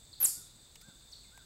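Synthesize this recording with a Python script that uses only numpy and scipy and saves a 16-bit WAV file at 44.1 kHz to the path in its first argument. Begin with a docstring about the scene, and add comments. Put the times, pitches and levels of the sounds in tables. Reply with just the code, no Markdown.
"""Chipmunk in a wooded yard

Near the microphone a chipmunk gives one sharp chip, a pure whistle that arches up, plunges and
echoes among the trunks. Farther off, two lower chips and a bird's three soft hoots sound over a
steady insect chorus. Close by, small ticks and soft bumps lie on a faint outdoor rumble."""
import sys
import numpy as np
from scipy import signal
from scipy.fft import rfft, irfft, next_fast_len
from scipy.io import wavfile
from scipy.ndimage import uniform_filter1d, map_coordinates

SR = 44100
rng = np.random.default_rng(int(sys.argv[2]) if len(sys.argv) > 2 else 0)


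def wrap_up_sound(samples):
    """Save the sound to the file named by the first command line argument, as 16-bit audio."""
    columns = np.atleast_2d(samples).T
    # keep every value between -1 and 1, then stretch to whole-number steps
    tamed = np.clip(columns, -1, 1)
    steps = np.round(tamed * 32767).astype(np.int16)
    wavfile.write(sys.argv[1], SR, steps)


N = 63945

# The near chip's glide. Each row: time in seconds, pitch in Hz.
NEAR_CHIP_PITCH = [(.202, 11390), (0.2103, 12760), (.22, 12390), (0.234, 11030), (.244, 9250), (.252, 8100),
                   (.259, 6920), (.264, 5480), (0.268, 4445)]
# Its loudness. Each row: time in seconds, level in dB.
NEAR_CHIP_LEVEL = [(0.201, -62), (0.203, -32.5), (.209, -30.5), (.214, -28), (.222, -27), (0.228, -24),
                   (0.242, -24), (.251, -21.5), (.259, -24.5), (0.261, -34.5), (0.2676, -34.5),
                   (0.2699, -50)]
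# Brief dips in its direct sound. Each row: time in seconds, depth in dB.
NEAR_CHIP_DIPS = [(0.2088, 4), (0.2232, 12), (.237, 9), (0.266, 9.5)]
# Far chips. Each row: loudest moment in seconds, level in dB, lead-in in seconds.
FAR_CHIP_CALLS = [(0.138, -47.5, 0.01), (1.134, -45.5, 0.022)]
# Their shared shape. Each row: seconds from the loudest moment, pitch in Hz, relative level in dB.
FAR_CHIP_SHAPE = [(-.026, 7960, -18), (-.019, 7000, -11), (-.012, 5750, -14), (-.008, 4690, -4),
                  (-.004, 4380, -8), (0, 4300, 0.5), (.003, 3980, -7), (.009, 3120, -16.5),
                  (0.011, 2600, -28)]
# Distant hoots. Each row: start in seconds, level in dB, starting pitch in Hz.
BIRD_HOOTS = [(.325, -67, 1180), (0.813, -63.5, 1310), (1.314, -61, 1310)]
# A faint falling whistle. Each row: time in seconds, pitch in Hz, level in dB.
BIRD_WHISTLE = [(1.225, 3000, -80), (1.24, 2600, -71), (1.254, 2120, -69.5), (1.284, 2130, -88),
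                (1.3, 2080, -77)]
# Ticks in the leaves. Each row: start in seconds, level in dB, centre in Hz, seconds to fade 60 dB.
LITTER_TICKS = [(0.755, -46.5, 3070, 0.038), (0.8127, -48, 4940, 0.043), (1.375, -48.5, 796, .025),
                (1.375, -48, 9100, 0.017)]
# Soft low bumps. Each row: start in seconds, level in dB.
LITTER_BUMPS = [(0.371, -54), (.873, -56.5), (0.881, -51)]
# Spectra of two insect bands and the open air. Each row: frequency in Hz, relative level in dB.
LOW_INSECT_SPECTRUM = [(3100, -27), (3400, -7.5), (3600, 2), (3800, -5), (4200, -7), (4700, -6.5),
                       (5300, -20), (6000, -40)]
HIGH_INSECT_SPECTRUM = [(5300, -22), (6400, -5), (7200, -2), (7900, 5), (8300, 2.5), (8700, -5),
                        (9200, -23), (11000, -26)]
AIR_SPECTRUM = [(20, -9), (35, 0.5), (48, 2.5), (70, -3), (120, -4), (250, -13), (500, -17.5),
                (1000, -21.5), (2500, -26), (6000, -26), (12000, -31), (16000, -27.5)]
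# The length of the woods' echo. Each row: frequency in Hz, seconds to fade 60 dB.
ECHO_T60 = [(1500, 0.87), (4500, 0.5148), (8000, 0.4221), (12500, 0.3178)]
# Its colour. Each row: frequency in Hz, gain in dB.
ECHO_COLOUR = [(1500, -4.5), (4000, -2), (4800, 0.5), (6500, -1), (8000, -5.5), (10000, -1.5), (12500, 2.5)]


def near_chipmunk(dip_width_s=0.002, echo_db=-3.5):
    """One clean, plunging whistle near the microphone; the direct sound dips, the echo stays even."""
    chip = whistle(*np.transpose(NEAR_CHIP_PITCH), *np.transpose(NEAR_CHIP_LEVEL))
    dips_db = sum(depth * np.exp(-((clock() - at) / dip_width_s) ** 2) for at, depth in NEAR_CHIP_DIPS)
    return chip * amp(-dips_db) + amp(echo_db) * woods_echo(chip)


def far_chips(rough_db=2, rough_hz=90, octave_db=-17, echo_db=-1):
    """Lower, slightly rough chips with a weak octave, from deeper in the wood, about half echo."""
    shape_s, shape_hz, shape_db = np.transpose(FAR_CHIP_SHAPE)
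    chips = np.zeros(N)
    for peak_s, level_db, lead_s in FAR_CHIP_CALLS:
        t = clock() - peak_s
        phase = phase_of(np.interp(t, shape_s, shape_hz) + rough_hz * wobble(700))
        gain = amp(level_db + np.interp(t, shape_s, shape_db) + rough_db * wobble(500))
        gate = np.clip((t + lead_s) / 0.0017, 0, 1) * (t < shape_s[-1])
        chips += np.sqrt(2) * gate * gain * (np.sin(phase) + amp(octave_db) * np.sin(2 * phase))
    return chips + amp(echo_db) * woods_echo(chips)


def distant_birds(hoot_s=0.115, arch_hz=297.6, waver_hz=14, echo_db=-4.5):
    """Three arched hoots and one falling whistle, far off among the trees."""
    times, hz, db = np.transpose(BIRD_WHISTLE)
    calls = whistle(times, hz, times, db)
    for start, level_db, base_hz in BIRD_HOOTS:
        progress = np.clip((clock() - start) / hoot_s, 0, 1)
        arch = np.abs(np.sin(np.pi * progress))
        pitch = base_hz + arch_hz * arch + waver_hz * wobble(150)
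        calls += amp(level_db) * np.sqrt(arch) * np.sin(phase_of(pitch))
    return calls + amp(echo_db) * woods_echo(calls)


def leaf_litter():
    """Small dry ticks and dull bumps close to the microphone."""
    ticks = sum(amp(db) * burst(start, hz, q=0.92, t60=t60, attack_s=0.001)
                for start, db, hz, t60 in LITTER_TICKS)
    bumps = sum(amp(db) * burst(start, hz=95, q=1.4, t60=0.085, attack_s=0.0023)
                for start, db in LITTER_BUMPS)
    return ticks + bumps


def insects(level_db=-63.5, flutter_db=1, flutter_rate=45):
    """Massed crickets around the yard: two bands of noise, each fluttering a little."""
    return sum(amp(level_db + flutter_db * wobble(flutter_rate)) * noise(band)
               for band in (LOW_INSECT_SPECTRUM, HIGH_INSECT_SPECTRUM))


def open_air(level_db=-62):
    """The yard's faint, steady rumble and hiss."""
    return amp(level_db) * noise(AIR_SPECTRUM)


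def woods_echo(x, delay_s=0.0064, build_s=0.0053):
    """Trunks and leaves scatter sound back to the microphone as a dense echo; treble fades first."""
    hz, t, spectra = signal.stft(rng.standard_normal(SR), SR, nperseg=256)
    fade = np.exp(-np.log(1000) * t / along(ECHO_T60, hz)[:, None])
    tail = signal.istft(spectra * fade, SR, nperseg=256)[1]
    age = np.maximum(np.arange(len(tail)) / SR - delay_s, 0)
    tail *= 1 - np.exp(-age / build_s)
    echo = signal.fftconvolve(x, tail / np.linalg.norm(tail))[:N]
    return filtered(echo, lambda f: amp(along(ECHO_COLOUR, f)))


def whistle(pitch_s, pitch_hz, level_s, level_db):
    """A pure tone that follows a pitch curve and a level curve."""
    t = clock()
    tone = np.sqrt(2) * np.sin(phase_of(np.interp(t, pitch_s, pitch_hz)))
    gate = (t >= level_s[0]) & (t <= level_s[-1])
    return tone * gate * amp(np.interp(t, level_s, level_db))


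def burst(start, hz, q, t60, attack_s):
    """A dying puff of noise in one broad resonance."""
    age = np.maximum(clock() - start, 0)
    envelope = (1 - np.exp(-age / attack_s)) * np.exp(-np.log(1000) * age / t60)
    white = rng.standard_normal(N)
    band = filtered(white, lambda f: 1j * f * hz / q / (hz * hz - f * f + 1j * f * hz / q))
    return envelope * unit(band)


def noise(spectrum):
    """Coloured noise of rms 1."""
    return unit(filtered(rng.standard_normal(N), lambda hz: amp(along(spectrum, hz))))


def wobble(rate):
    """A smooth random curve, rate knots a second."""
    return map_coordinates(rng.standard_normal(2000), [clock() * rate], mode="wrap")


def filtered(x, response):
    """x shaped by a frequency response."""
    size = next_fast_len(N + SR // 2)
    return irfft(rfft(x, size) * response(np.fft.rfftfreq(size, 1 / SR)), size)[:N]


def along(points, hz):
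    """Interpolate (Hz, value) points on a log frequency axis."""
    knots_hz, values = np.transpose(points)
    return np.interp(np.log(hz + 1), np.log(knots_hz + 1), values)


def phase_of(hz):
    """The running phase of a pitch curve, in radians."""
    return 2 * np.pi * np.cumsum(hz) / SR


def amp(db):
    """Decibels to gain."""
    return 10 ** (np.asarray(db) / 20)


def unit(x):
    """Scale to rms 1."""
    return x / np.sqrt(np.mean(x ** 2) + 1e-20)


def clock():
    """The time of each sample in seconds."""
    return np.arange(N) / SR


def scene():
    """The yard, near and far, as it reaches one microphone."""
    return (near_chipmunk() + far_chips() + distant_birds() + leaf_litter() + insects() + open_air())[None]


def record(dry, hiss_db=-18.5, top_hz=15790):
    """A thin hiss rides on loud, high sounds; nothing is heard above top_hz."""
    x = dry[0]
    slope = np.diff(x, prepend=0)
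    steepness = np.sqrt(np.abs(uniform_filter1d(slope ** 2, size=64)))
    hiss = amp(hiss_db) * steepness * rng.standard_normal(N)
    return filtered(x + hiss, lambda hz: hz < top_hz)[None]


dry = scene()
out = record(dry)
wrap_up_sound(out)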